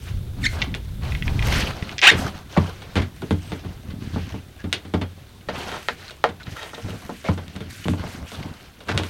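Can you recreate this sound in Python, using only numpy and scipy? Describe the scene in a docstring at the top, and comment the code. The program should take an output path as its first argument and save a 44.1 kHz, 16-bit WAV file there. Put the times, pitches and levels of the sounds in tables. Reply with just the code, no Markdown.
"""Kayak launch from a grassy creek bank

One microphone close to a loaded plastic kayak, with wind rumbling on it and reeds hissing far off.
Shoved over the grass, the hull sticks and slips, so that it creaks and squeals. Then boots and gear
thunk in the hollow shell, a plastic jug is knocked and dragged about, and grass and clothing rustle."""
import sys
import numpy as np
from scipy import signal
from scipy.fft import rfft, irfft
from scipy.io import wavfile
from scipy.ndimage import uniform_filter1d

SR = 44100
rng = np.random.default_rng(int(sys.argv[2]) if len(sys.argv) > 2 else 0)


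def digitize_waveform(pressure):
    """Quantize a signal to 16-bit integers and store it at the path in sys.argv[1].

    Rows of a 2-D input are taken as channels; values are limited to [-1, 1].
    """
    field = np.atleast_2d(pressure).T
    bounded = np.clip(field, -1, 1)
    quanta = np.round(bounded * 32767).astype(np.int16)
    wavfile.write(sys.argv[1], SR, quanta)


N = 400869
TIME = np.arange(N) / SR
RING_TIME = np.arange(int(0.45 * SR)) / SR   # seconds into a ringing tail

# The jug's main modes. Each row: pitch in Hz, relative level in dB, seconds to fall 60 dB.
JUG_MODES = [(193, -1.5, 0.28), (469.5, 5.5, 0.16), (570, 10, 0.057), (622, 13.5, 0.07), (718, 10.5, 0.1),
             (878, 13, 0.058), (1013, 10, 0.055), (1330, 14, 0.024), (1400, 6, 0.062), (1848, 12.5, 0.039),
             (2070, -3, 0.069), (2480, 0, 0.039), (3166, 0, 0.051), (3820, -1, 0.049)]


def hull_squeals():
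    """The sliding hull gives a short squeak and, later, a rasping squeal that climbs in pitch."""
    # The two slides. Each row: time in seconds, slips per second, relative level in dB.
    squeak = [(.431, 2250, -32), (.439, 2000, -28), (.442, 1900, -20), (.449, 1850, -21), (.456, 1600, -20),
              (.462, 1920, -18), (.467, 2230, -12), (.4695, 2280, -16)]
    squeal = [(2.021, 200, -21), (2.026, 270, -15), (2.034, 400, -11), (2.046, 760, -10), (2.054, 850, -10),
              (2.059, 1130, -7.5), (2.068, 1280, -9), (2.071, 1370, -2), (2.081, 1530, -2),
              (2.083, 1650, -11), (2.088, 1830, -5), (2.102, 1900, -5.5), (2.107, 2250, -8)]
    # The patch of wall that each shakes. Each row: centre in Hz, width in Hz, gain in dB.
    squeak_wall = [(2150, 450, 3), (3300, 700, -4), (3950, 600, -2), (8200, 3500, -23)]
    squeal_wall = [(740, 920, -4), (1810, 350, 4.5), (2400, 540, 7), (2894, 540, 5.5), (3650, 380, 0.5),
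                   (6040, 8800, -22.5)]
    return (stick_slip(squeak, squeak_wall, gain_db=-1, rough=0.7)
            + stick_slip(squeal, squeal_wall, gain_db=-2, rough=0.95, limp=0.35))


def hull_creaks():
    """Lone slips, each with a weaker one at its heels, ring slightly different patches of wall."""
    # The slips. Each row: start in seconds, relative peak in dB, upper edge in Hz.
    slips = [(0.6178, -4.5, 3900), (0.6229, -5.5, 3950), (0.7415, -11.5, 3270), (1.1208, -16, 3000),
             (1.1500, -13.5, 3160), (1.2235, -10.5, 3050), (1.2790, -9.5, 3000), (1.3923, -11, 3100),
             (1.4248, -9.5, 3100), (1.524, -9, 3320), (1.825, -17.5, 3270), (1.8927, -15, 3540),
             (1.9818, -10.5, 6040), (1.9908, -9, 5000), (2.0161, -7, 6000)]
    # A typical patch of wall. Each row: centre in Hz, width in Hz, gain in dB.
    wall = [(1970, 640, 0), (2400, 640, 3), (2850, 600, 0), (3550, 560, -2.5), (5600, 1500, -6)]
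    out, jerk = np.zeros(N), signal.unit_impulse(SR // 20)
    for start, db, edge_hz in slips:
        patch = [(hz * rng.normal(1, 0.02), width, gain + rng.normal()) for hz, width, gain in wall]
        tock = butterworth(resonate(jerk, patch), 1490, "high", order=3)
        tock = butterworth(tock, edge_hz, "low", order=4)
        tock = from_db(db - 3.5) * tock / np.abs(tock).max()
        add(out, tock, start)
        add(out, from_db(-5) * tock, start + 0.00218 * rng.uniform(0.49, 1.316))
    return cockpit(out)


def hull_thunks():
    """Boots and gear strike the hollow hull, which rings low."""
    # The blows. Each row: start in seconds, relative bass, middle and treble in dB,
    # click over ringing in dB, pitch that the struck spot favours in Hz.
    hits = [(2.1135, -29, -24, -23.5, -9, 270), (2.149, -25.5, -43, -53, 7, 150),
            (2.5745, -11.5, -21, -35, -0.5, 159), (2.956, -20, -27, -30, -6, 99),
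            (2.966, -25, -26, -31, -35, 200), (3.018, -37, -41, -37, -9, 100),
            (3.3085, -17.5, -24, -34.5, -1.5, 356), (3.5195, -27.5, -31.5, -39, -3, 297),
            (3.646, -31, -43.5, -52, -16, 119), (3.903, -40.5, -50, -47, -9, 100),
            (4.161, -22.5, -31.5, -59, 0.5, 109), (4.343, -31, -37.5, -64, -2, 604),
            (4.64, -26, -37.5, -47, -23, 335), (4.851, -37, -44.5, -49.5, -7, 254),
            (4.9385, -18.5, -22.5, -35, -7, 316), (5.014, -26, -31.5, -36, -9, 99),
            (6.29, -32.5, -39, -44, -3, 192), (7.288, -15.5, -28.5, -42, -30, 253),
            (7.377, -36, -35, -43, -7, 150), (7.553, -34, -42, -48, -17, 200),
            (7.606, -32, -38.5, -43.5, -5, 400), (7.855, -25, -34, -53, -4, 298),
            (7.8835, -21, -27.5, -33.5, 7, 410), (7.896, -19.5, -47, -64, -26, 170),
            (7.9365, -28, -33, -50, 1, 110), (8.039, -40, -34.5, -51, 3, 600),
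            (8.8905, -33, -27, -43, -5, 1220), (8.942, -25.5, -34, -48, -12, 100),
            (8.998, -28.5, -29.5, -57, 3, 266)]
    # The hull's main modes. Each row: pitch in Hz, relative level in dB, seconds to fall 60 dB.
    modes = [(89.6, 10, 0.33), (158, -2.5, 0.33), (183.7, 4, 0.25), (200, 5, 0.14), (235, -7, 0.18),
             (297, -2, 0.23), (327, -3, 0.039), (440, -6, 0.14), (604, -13, 0.13), (703, -26, 0.14),
             (873, -13.5, 0.17), (1400, -22, 0.18), (2040, -21, 0.12), (3260, -28.5, 0.32),
             (3560, -15, 0.068)]
    # Its crowd of fine modes. Each row: frequency in Hz, relative spectral density in dB.
    fine = [(50, 0), (90, 9), (200, 12.5), (400, -7), (1000, -13), (2000, -23), (3600, -24.5), (5000, -41),
            (9000, -40.5), (16000, -85)]
    return blows(hits, modes, fine, fine_db=-6, bass_click_db=-9.5, damping=1.02, swell_s=0.0015,
                 trims_db=(0, 1.36, 2.5), emphasis_db=struck_spots(hits, modes))


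def jug_knocks():
    """Knocks on the plastic jug ring its thin wall, higher than the hull."""
    # The knocks. Each row: start in seconds, relative bass, middle and treble in dB,
    # click over ringing in dB, pitch that the struck spot favours in Hz.
    hits = [(5.487, -32.5, -23, -30, -9, 610), (5.8857, -38, -22, -21, 0, 1130),
            (6.2408, -31.5, -11.5, -21.5, 0.5, 513), (6.469, -47, -46, -44, -2, 2010),
            (6.733, -45, -35.5, -50, -8, 1400), (6.778, -40.5, -35, -59, -31, 514),
            (6.885, -37.5, -48, -44, -2, 600), (6.93, -42, -50, -60, -8, 600),
            (7.092, -32.5, -29, -62, -25, 850), (7.2864, -38, -23, -39, -1, 1180)]
    # The jug's crowd of fine modes. Each row: frequency in Hz, relative spectral density in dB.
    fine = [(60, -39), (200, 14.5), (400, -6.5), (600, 9), (1800, 3.5), (2600, -3), (4000, -5.5),
            (5500, -19), (9000, -29), (16000, -64)]
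    return blows(hits, JUG_MODES, fine, fine_db=-9, bass_click_db=-37, damping=0.78, swell_s=0.0012,
                 trims_db=(2, -2, -1), emphasis_db=struck_spots(hits, JUG_MODES))


def rim_clacks():
    """Hard gear hits the cockpit rim with a quick, bright clack."""
    # Each row: start in seconds, relative bass, middle and treble in dB, click over ringing in dB.
    hits = [(0.7495, -38, -44.5, -31.5, 0.5), (2.819, -73, -50, -41.5, -21),
            (3.219, -29.5, -42.5, -42.5, -21.5), (4.728, -37.5, -39, -18, -2), (6.108, -58, -51.5, -39, -3),
            (6.631, -61, -46.5, -37, 1), (7.243, -45, -48, -43, -3), (7.481, -60, -62, -44, 8),
            (7.563, -58, -54, -40, 2), (8.318, -44, -47, -40, -3), (8.805, -54, -52, -44.5, -19),
            (8.9768, -36, -35.5, -20.5, 0.5), (9.035, -52, -43, -33.5, -2)]
    # The rim's main modes. Each row: pitch in Hz, relative level in dB, seconds to fall 60 dB.
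    modes = [(1450, 6.5, 0.04), (2230, 3, 0.059), (2840, 2, 0.12), (3350, 1, 0.15), (3690, 17, 0.0093),
             (3680, -5, 0.19), (5350, -13, .097)]
    # Its crowd of fine modes. Each row: frequency in Hz, relative spectral density in dB.
    fine = [(100, 18), (600, 12.5), (1400, 4), (2600, 6.5), (3900, 4), (5000, -3), (8000, -6.5),
            (16000, -35)]
    return blows(hits, modes, fine, fine_db=4, bass_click_db=-13, damping=0.78, swell_s=0.00024,
                 trims_db=(0, 7, -2.5))


def boot_squeak():
    """A rubber sole sticks and slips on the plastic in one rising chirp."""
    # The slide. Each row: time in seconds, slips per second, relative level in dB.
    slide = [(2.565, 460, -20), (2.569, 650, -17), (2.572, 950, -11), (2.580, 1130, -16),
             (2.586, 1080, -26)]
    # The sole's resonances. Each row: centre in Hz, width in Hz, gain in dB.
    sole = [(600, 130, -3.5), (1010, 440, -10.5), (2150, 820, -22)]
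    return stick_slip(slide, sole, gain_db=-3.5, rough=0.99)


def shoves_and_rustle():
    """Each shove or rub scrapes and sets the hull booming; cloth adds only swish and hiss."""
    # The hull dragged over grass, then boots, sleeves and jug rubbing along the cockpit.
    # Each row: start and length in seconds, then relative friction, brightness and boom in dB.
    shoves = [(0.358, 0.088, -45, 1.5, -24), (0.512, 0.13, -35, 1.5, -28.5), (0.66, 0.071, -63, -12, -27),
              (1.01, 0.12, -36.5, 2, -50), (1.24, 0.16, -38, 0.5, -27.5), (1.402, 0.3, -30, 1.5, -26),
              (1.496, 0.12, -26.5, 7, -24), (1.732, 0.2, -38, 2, -31), (2.124, 0.15, -31, 1, -23.5),
              (2.317, 0.069, -40.5, 1, -33.5), (3.83, 0.15, -54, 0, -30), (3.992, 0.37, -45.5, 4.5, -28),
              (4.112, 0.11, -44, 5.5, -27)]
    rubs = [(0.046, 0.041, -42, 6, -52), (2.485, 0.12, -39, 3.5, -49), (2.591, 0.11, -36.5, 0.5, -38),
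            (2.71, 0.34, -45.5, 3, -38), (2.979, 0.027, -36, -1, -15), (3.414, 0.2, -46, 3, -33.5),
            (3.613, 0.11, -46.5, -0.5, -34.5), (5.52, 0.12, -31.5, 2, -31.5),
            (5.647, 0.12, -33.5, 0.5, -34), (5.958, 0.14, -43.5, 5, -65), (6.442, 0.089, -42.5, 3.5, -31),
            (6.534, 0.13, -40.5, 1, -57), (6.827, 0.12, -40.5, 1, -28.5), (6.997, 0.066, -51, -2, -33.5),
            (7.38, 0.32, -48.5, 3.5, -33.5), (7.962, 0.11, -38, 1.5, -26), (8.08, 0.17, -44.5, 0.5, -31.5),
            (8.319, 0.17, -40.5, 0, -27.5), (8.507, 0.17, -49, 4.5, -62), (8.858, 0.14, -36.5, 0.5, -27.5)]
    # Waterproof cloth swishing. Each row: start and length in seconds, relative level in dB.
    swishes = [(0.0, 0.086, -55), (0.4, 0.13, -48), (1.1, 0.38, -53.5), (1.436, 0.068, -41.5),
               (2.148, 0.07, -43), (3.128, 0.42, -59), (5.56, 0.37, -53.5), (6.477, 0.87, -54.5),
               (7.68, 0.24, -50), (8.062, 0.087, -49), (8.247, 0.12, -50), (9.007, 0.077, -49)]
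    moves = shoves + rubs
    _, _, friction_db, bright_db, boom_db = np.transpose(moves)
    cloth = effort(swishes, [db for _, _, db in swishes], rest_db=-63)
    # Grass and hull never come quite to rest.
    scrape_gain = effort(moves, friction_db - bright_db - 1.5, rest_db=-56.5)
    swish_gain = effort(moves, friction_db + bright_db - 6, rest_db=-59.5)
    hiss_gain = effort(moves, friction_db + bright_db - 21, rest_db=-np.inf)
    boom_gain = effort(moves, boom_db - 4.5, rest_db=-49)
    scrape, swish, hiss = friction()
    return (scrape * scrape_gain + swish * np.hypot(swish_gain, from_db(6.5) * cloth)
            + hiss * np.hypot(hiss_gain, cloth) + hull_boom() * boom_gain)


def friction(snaps_per_s=300):
    """Blades and fibres catch and let go in clumps of snaps over smooth noise: scrape, swish, hiss."""
    # The colour of rubbing. Each row: frequency in Hz, relative spectral density in dB.
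    spectrum = [(180, -44), (300, -15), (354, 2), (455, -25.5), (502, 7), (842, -9.5), (1080, -3.5),
                (1870, -12.5), (2000, -8), (2610, -9), (3080, -11.5), (5800, -17.5), (12700, -26),
                (16000, -36.5)]
    caught = rng.random(N) < snaps_per_s * from_db(5 * drift(14)) / SR
    grains = unit_power(snaps(caught, spread_db=5.5, max_spreads=4))
    rough = rng.standard_normal((2, N)) + from_db(-1.5) * grains
    patchy = sum(band * from_db(2 * drift(35)) for _, band in bands(spectrum, rough))
    registers = [([350, 1400], "band"), ([1400, 5500], "band"), (5500, "high")]
    return [unit_power(butterworth(patchy, edges, kind, order=3)) for edges, kind in registers]


def hull_boom():
    """The rubbed hull rumbles in quick lumps."""
    # The colour of the boom. Each row: frequency in Hz, relative spectral density in dB.
    spectrum = [(45, -14.5), (70, 4), (90, 7.5), (130, -1.5), (190, 1.5), (280, -6), (400, -44), (700, -32)]
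    return unit_power(coloured_noise(spectrum) * from_db(4.5 * drift(42)))


def scuffs():
    """Brief rough slides: uneven slips shake one patch of wall and, more weakly, the rest."""
    # Short scuffs on the plastic, and the rasp at the start of the hull's squeal.
    # Each row: start and length in seconds, relative level in dB, centre in Hz.
    slides = [(1.704, 0.01, -41, 1540), (2.029, 0.031, -29, 2400), (2.956, 0.054, -45, 2050),
              (4.587, 0.039, -57, 1650), (6.079, 0.013, -49.5, 4150), (6.396, 0.031, -53, 1450),
              (6.429, 0.012, -52, 3970), (6.741, 0.014, -47.5, 3650), (7.244, 0.04, -43, 600),
              (7.246, 0.055, -47, 2190), (7.839, 0.014, -46, 2950), (8.345, 0.015, -49, 3650),
              (8.428, 0.0092, -48, 2070), (8.881, 0.051, -38, 1620)]
    out = np.zeros(N)
    for start, length, db, hz in slides:
        slips = (rng.standard_normal(8000) * (rng.random(8000) < 0.06))[:int(length * SR)]
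        rasp = resonate(slips, [(hz, 0.079 * hz, 0)]) + resonate(slips, [(hz, hz, -11.5)])
        rasp *= signal.windows.tukey(len(rasp), 0.3)
        add(out, from_db(db + 10.5) * unit_power(rasp), start)
    return butterworth(out, 5100, "low")


def jug_drags(snaps_per_s=1100):
    """The dragged jug catches and lets go in tiny snaps that ring its modes: a fine hollow crackle."""
    # Drags over boots and floor. Each row: start and length in seconds, relative level in dB.
    drags = [(5.66, 0.089, -34.5), (6.554, 0.079, -39), (6.728, 0.05, -44.5), (6.862, 0.07, -55)]
    catches = snaps(rng.random(N) < snaps_per_s / SR, spread_db=1, max_spreads=3)
    # The modes as resonances, tilted up by 6 dB an octave.
    wall = [(hz, np.log(1000) / (np.pi * t60), db + 6 * np.log2(hz / 1000)) for hz, db, t60 in JUG_MODES]
    hollow = unit_power(resonate(catches, wall))
    crisp = from_db(-2.5) * unit_power(butterworth(catches, [900, 3800], "band"))
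    dragging = sum(from_db(db) * stroke(start, length) for start, length, db in drags)
    return unit_power(hollow + crisp) * dragging


def jingle():
    """Something small and metal in the load shivers, thin and high."""
    # The shivers. Each row: start and length in seconds, pitch in Hz, level in dB.
    shivers = [(3.306, .018, 9150, -50), (3.41, .05, 8120, -61), (3.458, .062, 8200, -56)]
    out = np.zeros(N)
    for start, length, hz, db in shivers:
        metal = [(hz, 200, 0)]
        shiver = resonate(resonate(rng.standard_normal(SR // 2), metal), metal)[-int(length * SR):]
        add(out, from_db(db) * unit_power(shiver) * signal.windows.tukey(len(shiver)), start)
    return out


def wind():
    """Wind rumbles on the microphone; the far reeds rise and fall gently with it."""
    # A gust on the open bank, then the lee of the reeds. Each row: time in seconds, relative dB.
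    gust = [(0.0, -29.5), (0.16, -16.5), (0.3, -24.5), (0.44, -20.5), (0.76, -23.5), (0.86, -25),
            (1.05, -15), (1.55, -13.5), (1.8, -36), (3.7, -34), (4.0, -34.5), (4.5, -40.5), (9.08, -46.5)]
    # The colour of the rumble. Each row: frequency in Hz, relative spectral density in dB.
    spectrum = [(15, -7), (30, -18), (55, -5.5), (75, -7.5), (110, -10), (200, -25.5), (400, -59)]
    gust_db, = in_time(gust)
    rumble = from_db(gust_db - 7.5) * coloured_noise(spectrum)
    return rumble + reeds() * from_db(0.25 * (gust_db - gust_db.mean()))


def reeds():
    """Breeze in distant reeds: a smooth hiss with a narrow whisper in it."""
    # The colour of the hiss. Each row: frequency in Hz, relative spectral density in dB.
    spectrum = [(300, 14.5), (1500, -24.5), (3700, -10), (6000, -15), (12500, -10), (16000, -11.5)]
    # The whisper's band. Its row: centre in Hz, width in Hz, gain in dB.
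    whisper_band = [(3600, 360, 0)]
    hiss = coloured_noise(spectrum)
    whisper = unit_power(resonate(rng.standard_normal(N), whisper_band))
    return from_db(-56) * hiss + from_db(-62.5) * whisper


def stick_slip(slide, resonances, gain_db, rough, limp=0):
    """Uneven jerks, one a slip, fuse into a squeak; with a limp, strong and weak alternate and rasp."""
    slips_per_s, db = in_time(slide)
    slips = np.cumsum(slips_per_s * (1 + 0.05 * rough * drift(250))) / SR
    whole = np.floor(slips)
    steps = whole + np.minimum(slips % 1 * SR / slips_per_s, 1)   # each slip takes one sample
    jerks = np.diff(steps, prepend=0) * (1 + limp * np.cos(np.pi * whole))
    uneven = jerks * from_db(3 * rough * drift(500)) + 0.05 * rough * rng.standard_normal(N)
    tone = butterworth(resonate(uneven, resonances), 8000, "low")
    levelled = tone / np.sqrt(np.abs(uniform_filter1d(tone ** 2, size=220)) + 1e-12)
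    sliding = uniform_filter1d(1.0 * (TIME > slide[0][0]) * (TIME < slide[-1][0]), size=30)
    return cockpit(levelled * from_db(db + gain_db) * sliding)


def blows(hits, modes, fine, fine_db, bass_click_db, damping, swell_s, trims_db, emphasis_db=0):
    """A contact clicks, then main and fine modes ring; each blow has its own bass, middle and treble."""
    # Decay of fine modes. Each row: frequency in Hz, seconds to fall 60 dB at a damping of 1.
    fine_t60 = [(80, 0.13), (250, 0.19), (1000, 0.15), (3500, 0.12), (12000, 0.039)]
    hits, t = np.array(hits), RING_TIME
    hz, db, t60 = np.transpose(modes)[:, :, None]
    strengths = from_db(emphasis_db + rng.normal(0, 0.77, (len(hits), len(modes))))
    partials = from_db(db - 60 * t / t60) * np.sin(2 * np.pi * hz * t)
    main = unit_power(strengths @ partials)
    white = rng.standard_normal((len(hits), 2, len(t))).swapaxes(0, 1)
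    crowd = sum(band * from_db(-60 * t * damping / at_hz(fine_t60, f)) for f, band in bands(fine, white))
    ringing = (main + from_db(fine_db) * unit_power(crowd)) * (1 - np.exp(-t / swell_s))
    click = contact_click(fine, len(t))
    registers = [([66, 400], "band", bass_click_db), ([400, 1500], "band", 0), (1500, "high", 0)]
    sounds, out = 0, np.zeros(N)
    for k, (edges, kind, click_trim_db) in enumerate(registers):
        level_db, click_db = hits[:, [1 + k]] + trims_db[k], hits[:, [4]] + click_trim_db
        contact = unit_attack(butterworth(click, edges, kind, order=3))
        body = unit_attack(butterworth(ringing, edges, kind, order=3))
        sounds = sounds + from_db(level_db) * unit_attack(body + from_db(click_db) * contact)
    for start, sound in zip(hits[:, 0], sounds):
        add(out, sound, start)
    return out


def struck_spots(hits, modes, boost_db=6.5, width_octaves=0.46):
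    """Where a blow lands favours the modes near one pitch: dB for each blow and mode."""
    octaves = np.log2(np.array(modes)[:, 0] / np.array(hits)[:, -1:])
    return boost_db * np.exp(-(octaves / width_octaves) ** 2)


def contact_click(spectrum, count):
    """The most compact causal click with this spectrum, rolled off below its lowest point."""
    hz = np.maximum(np.arange(count + 1) * SR / (2 * count), 1)
    bass_cut = -np.log(1 + (spectrum[0][0] / hz) ** 4)
    cepstrum = irfft(np.log(from_db(at_hz(spectrum, hz))) + bass_cut)[:count]
    return irfft(np.exp(rfft(2 * cepstrum, 2 * count) - cepstrum[0]))[:count]


def snaps(caught, spread_db, max_spreads):
    """An impulse of either sign at each catch: most are weak, a few strong."""
    signs = rng.choice([-1, 1], N)
    return caught * signs * from_db(spread_db * np.minimum(rng.exponential(1, N), max_spreads))


def stroke(start_s, length_s, rise_s=0.029, fade_s=0.04):
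    """Speed of one movement, 0 to 1: it gathers, holds, then dies away."""
    t = TIME - start_s
    return np.clip(t / rise_s, 0, 1) * np.exp(-np.maximum(t - length_s, 0) / fade_s)


def effort(moves, levels_db, rest_db):
    """Gain of a layer fed by several movements; their powers add to its power at rest."""
    speeds = np.array([stroke(start, length) for start, length, *_ in moves])
    return np.sqrt(from_db(rest_db) ** 2 + from_db(levels_db) ** 2 @ speeds ** 2)


def cockpit(x):
    """Reflections from the near walls arrive within milliseconds and fray a gliding tone."""
    t = np.arange(int(0.02 * SR)) / SR
    echoes = rng.standard_normal(len(t)) * (t > 0.002) * np.exp(-t / 0.007)
    return x + from_db(-8) * signal.fftconvolve(x, echoes / np.linalg.norm(echoes))[:N]


def shell(x, t60_s=0.23):
    """The whole shell rings on, duller, after the wall has been shaken."""
    tail = rng.standard_normal(len(RING_TIME)) * from_db(-60 * RING_TIME / t60_s)
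    dull_tail = butterworth(tail / np.linalg.norm(tail), 4200, "low")
    return x + from_db(-12) * signal.fftconvolve(x, dull_tail)[:N]


def resonate(x, resonances):
    """Damped resonances in parallel, alternating in sign."""
    out = 0
    for k, (hz, width, db) in enumerate(resonances):
        r = np.exp(-np.pi * width / SR)
        feedback = [1, -2 * r * np.cos(2 * np.pi * hz / SR), r * r]
        out = out + (-1) ** k * from_db(db) * signal.lfilter([1 - r, 0, r - 1], feedback, x + 1e-18)
    return out


def bands(spectrum, two_noises):
    """Half-octave bands (centre Hz, sound) of a spectrum; neighbours take different noises."""
    edges = 18 * 2 ** (np.arange(21) / 2)
    for k, (low, high) in enumerate(zip(edges, edges[1:])):
        if high > spectrum[0][0] and low < spectrum[-1][0]:
            hz = np.sqrt(low * high)
            yield hz, from_db(at_hz(spectrum, hz)) * butterworth(two_noises[k % 2], [low, high], "band")


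def coloured_noise(spectrum):
    """Steady noise with this spectrum, at unit power."""
    return unit_power(sum(band for _, band in bands(spectrum, rng.standard_normal((2, N)))))


def drift(rate_hz):
    """A smooth random wander with a spread of 1."""
    r = np.exp(-80 * np.pi * rate_hz / SR)   # one step every 40 samples
    slow = signal.lfilter([1], [1, -2 * r, r * r], rng.standard_normal(N // 40 + 2002))[2000:]
    return np.interp(np.arange(N) / 40, np.arange(len(slow)), unit_power(slow))


def butterworth(x, edges_hz, kind, order=2):
    """Low-, high- or band-pass filter."""
    return signal.sosfilt(signal.butter(order, edges_hz, kind, fs=SR, output="sos"), x + 1e-18)


def in_time(rows):
    """The columns of a timed curve at every sample."""
    seconds, *columns = np.transpose(rows)
    return [np.interp(TIME, seconds, column) for column in columns]


def at_hz(points, hz):
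    """A curve read on a log-frequency axis."""
    frequencies, values = np.transpose(points)
    return np.interp(np.log(hz), np.log(frequencies), values)


def from_db(db):
    """Decibels to gain."""
    return 10 ** (np.asarray(db) / 20)


def unit_power(x):
    """Each row scaled to unit power."""
    return x / np.sqrt(np.mean(x ** 2, axis=-1, keepdims=True) + 1e-20)


def unit_attack(x):
    """Each row scaled to unit power over its first 20 ms."""
    return x / x[..., :int(0.02 * SR)].std(axis=-1, keepdims=True)


def add(out, sound, start_s):
    """Mixes a sound in at a time."""
    start = max(round(start_s * SR), 0)
    out[start:start + len(sound)] += sound[:N - start]


def scene():
    """Hull, load, grass and wind at one microphone on the bank."""
    slipping = hull_squeals() + hull_creaks() + boot_squeak() + scuffs()
    load = hull_thunks() + jug_knocks() + rim_clacks() + jug_drags() + jingle()
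    return (shell(slipping) + load + shoves_and_rustle() + wind())[None]


def record(dry):
    """Peaks over full scale clip, and the treble is cut steeply above 16.2 kHz."""
    clipped = np.clip(dry, -1, 1)
    return signal.sosfilt(signal.ellip(10, 0.2, 70, 16200, fs=SR, output="sos"), clipped)


dry = scene()
out = record(dry)
digitize_waveform(out)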